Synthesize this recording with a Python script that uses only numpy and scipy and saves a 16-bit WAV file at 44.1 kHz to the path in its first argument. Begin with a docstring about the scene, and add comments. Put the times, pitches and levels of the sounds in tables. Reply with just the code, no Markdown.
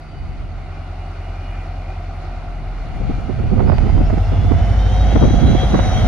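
"""Open track: a diesel locomotive approaches and opens up, while wind buffets the two microphone ports.
Exhaust orders and geared whines follow one engine speed, the whines' pitch held in steps by time stretching.
The roar is sliced noise, heard straight and by way of the ground; an early hum, a noisy drone and faint hiss join it.
The wind is low noise on each port, with gusts of flutter and thump and ringing snaps,
and thin clicks of input overload beside it."""
import sys
import numpy as np
from scipy import signal
from scipy.fft import rfft, irfft, next_fast_len
from scipy.io import wavfile
from scipy.ndimage import uniform_filter1d

SR = 44100
rng = np.random.default_rng(int(sys.argv[2]) if len(sys.argv) > 2 else 0)


def level_to_linear(level):
    """Convert decibel levels to linear amplitude factors, elementwise."""
    exponent = np.asarray(level, float) / 20
    return 10 ** exponent


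def inscribe(sig):
    """Save sig as 16-bit PCM at rate SR to the path in sys.argv[1].

    A 1-D sig is mono; a 2-D sig holds one channel per row.
    Samples are clipped to [-1, 1] before scaling.
    """
    pcm = np.round(np.clip(np.atleast_2d(sig).T, -1, 1) * 32767)
    wavfile.write(sys.argv[1], SR, pcm.astype(np.int16))


N = 267687   # samples in the scene
LEFT_RIGHT = np.array([[1], [-1]])   # opposite signs on the two ports


def rms_one(x):
    """Scale to unit power."""
    return x / np.sqrt(np.mean(x ** 2) + 1e-20)


def in_time(rows):
    """Columns of a curve table, one value a sample."""
    seconds, *columns = np.transpose(rows)
    return [np.interp(np.arange(N) / SR, seconds, column) for column in columns]


def at_hz(points, hz):
    """Read a spectrum table on a log-frequency axis."""
    table_hz, values = np.array(points).T
    return np.interp(np.log(hz), np.log(np.maximum(table_hz, 1)), values)


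def drift(rate_hz):
    """Random wander of unit spread, from noise through two equal poles at a twentieth of the sample rate."""
    pole = np.exp(-40 * np.pi * rate_hz / SR)
    noise = rng.standard_normal(N // 20 + 4002)
    slow = signal.lfilter([1], [1, -2 * pole, pole * pole], noise)[4000:]   # drop the filter's start
    return np.interp(np.arange(N) / 20, np.arange(len(slow)), rms_one(slow))


def cut(x, hz, kind, order=2):
    """Butterworth filter."""
    return signal.sosfilt(signal.butter(order, hz, kind, fs=SR, output="sos"), x)


# Engine speed. Each row: time in seconds, speed in engine cycles per second.
ENGINE_SPEED = [(0.0, 5.305), (0.75, 5.035), (1.25, 5.062), (1.9, 5.104), (2.4, 5.09), (3.1, 5.008),
                (3.4, 5.04), (3.7, 5.215), (3.9, 5.385), (4.325, 5.926), (4.95, 6.638), (5.2, 6.835),
                (5.4, 6.93), (5.6, 6.922), (5.8, 6.838), (6.07, 6.703)]


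def engine_speed():
    """The speed that both the exhaust and the whines follow."""
    return in_time(ENGINE_SPEED)[0]


# Exhaust strength. Each row: time in seconds, level in dB, pipe orders against that level in dB.
EXHAUST_LEVEL = [(0.0, -35.5, -8), (0.4, -30, -4), (0.75, -31.5, 2.5), (1.5, -27.5, -0.5),
                 (2.25, -28.5, 0.5), (2.75, -26.5, -10.5), (3.2, -27, -4.5), (3.45, -32, 4),
                 (3.6, -21.5, -1), (4.05, -17, -1.5), (4.45, -19, 5), (4.8, -12, -4.5), (5.2, -14, -3),
                 (5.4, -18, 2), (5.7, -15.5, -5.5), (5.9, -19.5, 1.5), (6.07, -14.5, -2.5)]
# Resonance of the exhaust pipe. Each row: frequency in Hz, gain in dB.
PIPE_RESONANCE = [(60, -27), (77, -11.5), (86, -4.5), (102, -7), (113, -15), (120, -30.5), (150, -41)]
# Exhaust lines heard as they are. Each entry: multiple of the engine cycle.
OPEN_ORDERS = [7, 8, 9, 10, 11, 12]
# Their strengths. 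Each entry: level in dB against the exhaust.
OPEN_DB = [-23, -0.1, -20, -28, -20, -21.5]
# Odd exhaust lines coloured by the pipe. Each entry: multiple of the engine cycle.
PIPE_ORDERS = [13, 15, 17, 19, 21]
# Their strengths ahead of the pipe. Each entry: level in dB against the exhaust.
PIPE_DB = [-0.2, 0.5, 1.1, -11, -7.5]


def exhaust(turns, speed):
    """Uneven firing leaves lines on multiples of the engine cycle; the pipe favours those passing its resonance."""
    level_db, pipe_db = in_time(EXHAUST_LEVEL)
    orders = list(zip(OPEN_ORDERS, OPEN_DB))
    for order, db in zip(PIPE_ORDERS, PIPE_DB):
        orders.append((order, db + pipe_db + at_hz(PIPE_RESONANCE, order * speed)))
    out = 0
    for order, db in orders:
        lag = np.pi / 2 * (order % 2 == 0)   # even orders run a quarter wave behind
        tone = np.cos(2 * np.pi * order * turns - lag)
        out = out + np.sqrt(2) * level_to_linear(level_db + db + 1.0 * drift(9.2)) * tone
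    return out


# Steady hum that fades out after about three seconds. Each row: time in seconds, pitch in Hz, level in dB.
HUM = [(0, 154.5, -42.), (.15, 152.5, -43.), (.5, 151.2, -43.), (2.85, 151.2, -42.), (3.1, 151.2, -46.),
       (3.6, 151.2, -60.), (6.07, 151.2, -80.)]


def hum():
    """A plain sine tone whose level wavers slightly."""
    hz, level_db = in_time(HUM)
    return np.sqrt(2) * level_to_linear(level_db + 0.44 * drift(3.4)) * np.sin(2 * np.pi * np.cumsum(hz) / SR)


# Roar as the locomotive draws near. Each row: time in seconds, level in dB ahead of make-up gain.
APPROACH = [(0.0, -48.5), (0.84, -47.5), (1.39, -45), (2.45, -46.5), (3.5, -42.5), (4.53, -39), (4.95, -36),
            (5.58, -33.5), (6.07, -32.5)]
FAR_DB, NEAR_DB = -46.5, -35   # roar levels between which the colour turns from far to near


def closeness_db():
    """How far the roar has risen over its distant level."""
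    return in_time(APPROACH)[0] - FAR_DB


# Colour of the distant roar. Each row: frequency in Hz, relative density in dB per Hz.
FAR_COLOUR = [(100, -41), (170, -9), (247, -6.5), (276, -5), (372, -5.5), (456, -16), (706, -10),
              (1040, -16.5), (1220, -8), (1700, -23), (2430, -13.5), (2710, -28.5), (4410, -29),
              (7160, -45), (9310, -49.5), (15800, -120)]
# Colour of the nearby roar. Each row: frequency in Hz, relative density in dB per Hz.
NEAR_COLOUR = [(100, -31.5), (170, 2), (299, -12), (402, -9), (729, -13.5), (813, -13.5), (1080, -16.5),
               (2210, -21), (2760, -28), (3270, -25), (4770, -33.5), (6030, -35), (7160, -35), (9310, -76),
               (15800, -120)]
# How alike the ports hear the roar. Each row: frequency in Hz, left-right correlation from 0 to 1.
LIKENESS = [(60, 0.93), (120, 1), (230, 1), (450, 0.76), (890, 0.5), (1740, 0.76), (3420, 0.3),
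            (6710, 0.095)]
# Stereo balance of the roar. Each row: frequency in Hz, left over right in dB.
BALANCE = [(60, 0), (290, .5), (820, 0.5), (1390, -.5), (2350, 0.5), (3970, -4.5), (6710, 12.5), (8300, -3),
           (11000, -7), (15000, -7)]
ECHO_FAR, ECHO_NEAR, ECHO_LAG_MS = 0.2, 0.31, 1.357   # share (far, near) and lag of the ground echo


def roar(patchy_db):
    """Fans, rails and casing: overlapping slices of noise whose colour changes as the source nears."""
    near = np.clip(closeness_db() / (NEAR_DB - FAR_DB), 0, 1)
    size = next_fast_len(N)
    octave = np.log2(np.fft.rfftfreq(size, 1 / SR) + 1e-9)
    slice_octaves = np.log2(15000 / 150) / 21
    mid, side = rfft(rng.standard_normal((2, size)))
    direct, together = 0, drift(2.4)
    for hz in np.geomspace(150, 15000, 22):
        band = np.maximum(1 - np.abs(octave - np.log2(hz)) / slice_octaves, 0)
        alike = np.clip(at_hz(LIKENESS, hz), 0, 1)
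        pair = np.sqrt(1 + alike) * mid + np.sqrt(1 - alike) * side * LEFT_RIGHT
        near_db = at_hz(NEAR_COLOUR, hz) - at_hz(NEAR_COLOUR, 1690)
        far_db = at_hz(FAR_COLOUR, hz) - at_hz(FAR_COLOUR, 1501)
        colour_db = near * near_db + (1 - near) * far_db
        gain = level_to_linear(colour_db + patchy_db * (0.6 * together + drift(12.0)))
        balance = level_to_linear(at_hz(BALANCE, hz) / 2 * LEFT_RIGHT)
        direct = direct + irfft(pair * band, size)[:, :N] * gain * balance
    # the ballast returns a duller copy a moment later, which combs the spectrum
    late = np.arange(N) - ECHO_LAG_MS * SR / 1000
    dull = cut(direct, 1500, "low", order=1)
    bounce = np.array([np.interp(late, np.arange(N), ear) for ear in dull])
    echo_share = ECHO_FAR + (ECHO_NEAR - ECHO_FAR) * near
    return level_to_linear(in_time(APPROACH)[0] + 8.5) * (direct + echo_share * bounce)


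# Pitch stairs of the whines, as from time stretching. Each entry: start of a held stretch in seconds.
STRETCH_STARTS = [3.3, 3.45, 3.57, 3.68, 3.87, 4.06, 4.2, 4.33, 4.45, 4.58, 4.77, 4.92, 5.1, 5.25, 5.4]


def stretched_speed(speed):
    """Hold the mean speed through each stretch, as time stretching does to pitch, with the corners smoothed."""
    held, at = speed.copy(), (np.array(STRETCH_STARTS) * SR).astype(int)
    for start, end in zip(at, at[1:]):
        held[start:end] = speed[start:end].mean()
    return uniform_filter1d(held, size=400)


# Strength of each whine by name: base level in dB when far, dB gained per dB of approach.
WHINE_DB = {"gear": (-60.5, 1.325), "clear": (-65.5, 1.2849), "blower": (-65.5, 1.26),
            "squeal": (-79.5, 0.75), "high moan": (-63, 1.91), "low moan": (-68.5, 1.47)}
# Swells and fades of each whine by name. Each row: centre in seconds, peak gain in dB,
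# time from centre to 1/e of that gain in ms.
SWELLS = {"gear": [(1.5, 6, 200), (1.9, 4, 190), (3.15, 7, 140), (4.65, 5, 80), (4.9, 3.5, 61),
          (5.12, 6, 40), (5.25, 4, 68), (5.4, 5.5, 92), (5.63, 10.5, 75), (5.8, -18, 93), (5.98, 7.5, 34)],
          "clear": [(0.15, 6, 150), (0.87, 7, 60), (1.05, 8, 60), (1.24, 9, 60), (1.47, 8, 110),
          (1.7, 6, 70), (2.1, -6, 200), (2.75, 6, 130), (3.2, 3, 150), (3.8, 7, 50), (3.95, 6.5, 100),
          (4.5, 4, 60), (4.8, 7, 56), (5.0, 10, 99), (5.27, 5.5, 90), (5.47, 5.5, 57), (5.62, 3, 70),
          (5.85, 8.5, 260)], "blower": [(0.15, 9, 200), (3.76, 8, 80), (3.95, 2, 60), (4.5, -3.5, 320),
          (5.25, 7.5, 120), (5.55, 2, 110), (5.87, 7.5, 150)], "squeal": [(3.7, 25, 40), (3.88, 16, 50),
          (4.06, 18, 43), (4.27, 10, 50)], "high moan": [(4.55, 17, 130), (5.0, 13.5, 99), (5.3, 11, 61)],
          "low moan": [(4.85, 17.5, 210), (5.6, 14, 220)]}


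def whine_level(name):
    """A whine grows with the approach, wavers, and swells or fades now and then."""
    far_db, slope = WHINE_DB[name]
    t = np.arange(N) / SR
    swell_db = sum(db * np.exp(-((t - s) / (ms / 1000)) ** 2) for s, db, ms in SWELLS[name])
    return far_db + slope * closeness_db() + 0.97 * drift(2.8) + swell_db


def whine(turns, lines, level_db):
    """Engine-locked tones blurred by turbulent air; more blur leaves less steady core and less likeness of ports."""
    out = 0
    for multiple, blur_hz, line_db in lines:
        angle = 2 * np.pi * multiple * turns
        core = 3.4 * np.exp(-blur_hz / 40)
        shared = (core + drift(blur_hz)) * np.cos(angle) + drift(blur_hz) * np.sin(angle)
        own = np.array([drift(blur_hz) * np.cos(angle), drift(blur_hz) * np.sin(angle)])
        out = out + level_to_linear(line_db) * (shared + (0.3 + blur_hz / 60) * own)
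    return level_to_linear(level_db) * rms_one(out)


# Lines of each whine by name. Each row: multiple of the engine cycle, blur rate in Hz,
# gain in dB against the whine's other lines.
WHINES = {"gear": [(474.5, 26., 0.), (463., 20., -8.), (485.5, 20., -7.)], "clear": [(566.7, 8., 0.)],
          "blower": [(881., 38., 0.), (862., 120., -2.)], "squeal": [(962., 30., 0.)],
          "high moan": [(110., 5., 0.)], "low moan": [(79., 5., 0.)]}


def whines(speed):
    """All whines geared to the engine, whose pitch is held in steps by time stretching."""
    turns = np.cumsum(stretched_speed(speed)) / SR
    return sum(whine(turns, lines, whine_level(name)) for name, lines in WHINES.items())


# Hollow drone of rolling noise in one resonance. Each row: time in seconds, level in dB ahead of a small trim.
DRONE = [(0.0, -49.5), (1.05, -42), (3.36, -39), (3.63, -36), (4.9, -33.5), (5.1, -30), (5.6, -29),
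         (5.83, -35.5), (6.07, -26)]
DRONE_HZ, DRONE_BLUR_HZ = 719.5, 77


def drone():
    """Narrow noise around one centre, mostly common to both ports."""
    angle = 2 * np.pi * DRONE_HZ * np.arange(N) / SR
    mid, side = [drift(DRONE_BLUR_HZ) * np.cos(angle) + drift(DRONE_BLUR_HZ) * np.sin(angle) for _ in "ms"]
    return level_to_linear(in_time(DRONE)[0] - 0.5) * (mid + 0.22 * side * LEFT_RIGHT)


# Lag of the left port. Each row: time in seconds, lag in microseconds (negative leads).
LEFT_LAG = [(0, 23), (3, 20), (4.2, 0), (5.2, -45), (6.07, -80)]


def move_across(wide):
    """As the source moves across, the left port turns from hearing it last to hearing it first."""
    heard_at = np.arange(N) - in_time(LEFT_LAG)[0] * SR / 1e6
    wide[0] = np.interp(heard_at, np.arange(N), wide[0])
    return wide


# Thin high hiss, as one pair: level in dB when far ahead of trim, dB gained per dB of approach.
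HISS_LEVEL = (-65.5, 1.0)
HISS_HZ, HISS_WIDTH_HZ, HISS_LEFT_DB = 9650, 1100, -21.5   # centre, width, left port against right


def hiss():
    """A narrow band of flickering noise, almost all on the right."""
    edges = [HISS_HZ - HISS_WIDTH_HZ / 2, HISS_HZ + HISS_WIDTH_HZ / 2]
    band = rms_one(cut(rng.standard_normal((2, N)), edges, "band"))
    level_db = HISS_LEVEL[0] + HISS_LEVEL[1] * closeness_db() + 1.0 * drift(15.0) - 4.0
    return band * level_to_linear(level_db) * level_to_linear(np.array([[HISS_LEFT_DB], [0]]))


# Faint rush at the very top, as one pair: level in dB when far ahead of make-up gain, dB gained per dB of approach.
AIR_LEVEL = (-91.5, 1.7)


def air():
    """Smooth high noise, unrelated in the two ports and a little weaker on the left."""
    high = cut(rng.standard_normal((2, N)), 8600, "high", order=4)
    top = rms_one(cut(high, 10500, "low", order=3))
    level_db = AIR_LEVEL[0] + AIR_LEVEL[1] * closeness_db() + 9.5 + 1.5 * drift(6.0)
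    return top * level_to_linear(level_db) * level_to_linear(np.array([[-3.0], [0]]))


# Wind on the ports. Each row: time in seconds, level in dB, right over left in dB.
WIND = [(0.0, -39.5, 4), (0.3, -25.5, 1), (0.6, -32.5, 6.5), (1.0, -50.5, 1), (1.5, -52, 0), (2.2, -42, 3),
        (2.5, -32.5, -3), (2.75, -31.5, -0.5), (3.05, -22.5, -7.5), (3.25, -24.5, 6), (3.55, -15.5, 4),
        (3.75, -16.5, 16), (4.0, -10, 7.5), (4.22, -24, -7.5), (4.5, -12, 12), (4.8, -21, 2.5),
        (5.1, -18, 4), (5.45, -10, 9.5), (5.7, -16, 1.5), (6.07, -12.5, 6.5)]


def wind_db():
    """Wind strength at the left and right port."""
    level_db, lean_db = in_time(WIND)
    return level_db - lean_db / 2 * LEFT_RIGHT


def rumble():
    """Lumpy low noise, partly common to both ports, with a tail that grows faster than the wind."""
    white = rng.standard_normal((2, N)) + 0.72 * rng.standard_normal(N)
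    level_db = wind_db() + 2.7 * np.array([drift(3.1), drift(3.7)])
    low = rms_one(cut(cut(white, 24, "high"), 117.7, "low", order=3))
    tail = rms_one(cut(cut(white, 117, "high"), 197.5, "low", order=3))
    lumps = 1.3 * np.tanh(np.array([drift(14.0), drift(10.0)]) / 1.3)
    return level_to_linear(level_db) * low + level_to_linear(1.464 * level_db - 9.5 + 6.8 * lumps) * tail


# Strongest gusts, flapping on one port. Each row: centre in seconds, port (0 left, 1 right),
# level in dB ahead of each layer's gain, nominal length in ms.
GUSTS = [(3.013, 0, -20.5, 14), (3.102, 1, -17, 13), (3.115, 0, -25, 12), (3.188, 1, -21.5, 6),
         (3.301, 1, -17.5, 18), (3.402, 1, -20, 24), (3.442, 0, -20, 9.8), (3.528, 1, -12, 17),
         (3.611, 1, -15, 56), (3.693, 1, -8.5, 17), (3.73, 1, -11.5, 13), (3.87, 1, -14.5, 11.5),
         (3.982, 1, -17, 21), (4.014, 0, -10.5, 11.5), (4.138, 1, -10, 14), (4.179, 1, -14.5, 8.9),
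         (4.331, 1, -17.5, 22), (4.446, 1, -18.5, 20), (4.517, 1, -7.5, 8.5), (4.859, 1, -19, 20),
         (5.127, 1, -16.5, 11), (5.163, 0, -10.5, 16), (5.171, 1, -10, 9.4), (5.239, 0, -3.5, 27.5),
         (5.28, 1, -13, 16), (5.309, 0, -10, 6.1), (5.341, 1, -10, 9.9), (5.446, 1, -14.5, 42),
         (5.552, 1, -6, 5.2), (5.633, 0, -12.5, 8.6), (5.742, 1, -7, 10.7), (5.748, 0, -14.5, 42),
         (5.786, 1, -19, 11), (5.874, 1, -27.5, 9.7), (5.991, 1, -18, 15)]
EDGE_DB, THUMP_DB, THUMP_LONGER = -20.5, -6.5, 2.65   # edge and thump offsets; thump length against the body


def gusts():
    """Each gust opens a short window on mid-low flutter and uneven sharp edges, and a longer one on a low thump."""
    body, edge, slow = np.zeros((3, 2, N))
    t = np.arange(N) / SR
    for s, port, level_db, ms in GUSTS:
        port = int(port > 0.5)
        around = slice(int((s - 0.2) * SR), int((s + 0.2) * SR))
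        shape = np.exp(-((t[around] - s) / (max(ms, 6) / 1400)) ** 2)
        body[port, around] += level_to_linear(level_db) * shape
        edge[port, around] += level_to_linear(1.38 * level_db + EDGE_DB) * shape ** 2
        slow[port, around] += level_to_linear(level_db + THUMP_DB) * shape ** (1 / THUMP_LONGER ** 2)
    white = rng.standard_normal((2, N))
    flutter = rms_one(cut(cut(cut(white, 140, "high"), 202, "low"), 900, "low"))
    thump = rms_one(cut(cut(white, 37, "high"), 107, "low", order=3))
    uneven = white * level_to_linear(5 * np.array([drift(120.0), drift(120.0)]))
    sharp = rms_one(cut(cut(uneven, 290, "high"), 1200, "low", order=4))
    return body * flutter * level_to_linear(3.0) + edge * sharp * level_to_linear(1.0) + slow * thump


# Strongest snaps of air on one port. Each row: time in seconds, port (0 left, 1 right), level in dB ahead of kick gain.
SNAPS = [(3.579, 1, -22), (3.595, 1, -16), (3.605, 1, -13), (3.678, 1, -19), (3.694, 1, -9),
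         (3.72, 1, -11.5), (3.731, 1, -15), (3.784, 1, -16.5), (3.894, 1, -15), (3.979, 1, -19),
         (4.101, 1, -15.5), (4.182, 1, -20.5), (4.521, 1, -17), (4.533, 1, -20.5), (5.159, 0, -8),
         (5.222, 0, -14), (5.237, 0, -18), (5.25, 0, -19), (5.744, 1, -9.5), (5.753, 1, -9), (5.792, 1, -9)]
SMALL_SNAPS_PER_S, SMALL_SNAP_DB = 8.0, -16.5   # random lesser snaps on each port; level against the wind
SNAP_SPREAD_MS = 7.0    # a snap stutters over this time
KICK_GAIN_DB = 35.0     # makes up for the filters dulling a one-sample kick


def snaps():
    """Pressure kicks ring briefly through filters and stutter on more weakly; lesser ones come at random."""
    small = (rng.random((2, N)) < SMALL_SNAPS_PER_S / SR) * rng.standard_normal((2, N))
    kicks = small * level_to_linear(wind_db() + SMALL_SNAP_DB + KICK_GAIN_DB) + 1e-18
    strengths = np.array([1, 0.74, 0.75, 0.69, 0.47])
    for s, port, level_db in SNAPS:
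        when, sign = rng.random((2, 5))
        delay = when * [0, 1, 1, 1, 1] * SNAP_SPREAD_MS * SR / 1000   # the first kick has no delay
        at = int(s * SR) - 40 + delay.astype(int)
        kicks[int(port > 0.5), at] = level_to_linear(level_db + KICK_GAIN_DB) * np.sign(sign - 0.5) * strengths
    return cut(cut(cut(kicks, 330, "high"), 690, "low"), 1900, "low")


# Thin bright overload clicks on the right port. Each row: time in seconds, impulse level in dB ahead of filters and gains.
OVERLOAD_CLICKS = [(3.605, -17), (3.692, -10), (3.7835, 3), (3.979, -20), (4.519, -6)]


def overload_clicks():
    """Input overload as single-sample impulses, split into a dull part and a bright part."""
    click = np.zeros((2, N))
    for s, level_db in OVERLOAD_CLICKS:
        click[1, int(s * SR)] = level_to_linear(level_db)
    return level_to_linear(6.5) * cut(click, 1900, "low") + level_to_linear(-24.0) * cut(click, 5000, "high")


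def scene():
    """Exhaust and hum in the middle, roar and whines spread, wind on each port, clicks on the right."""
    speed = engine_speed()
    turns = np.cumsum(speed) / SR - 0.151   # crank position in engine cycles
    wide = move_across(roar(patchy_db=1.08) + whines(speed) + drone())
    wind = rumble() + gusts() + snaps()
    return exhaust(turns, speed) + hum() + wide + hiss() + air() + wind + overload_clicks()


def top_cut(x):
    """Nothing passes above the cut-off."""
    return signal.sosfilt(signal.butter(12, 15720, fs=SR, output="sos"), x)


def record(dry):
    """The strongest buffets are rounded off at the input."""
    top = 0.97   # of full scale
    rounded = top * np.tanh(dry / top)
    return top_cut(rounded)


dry = scene()
out = record(dry)
inscribe(out)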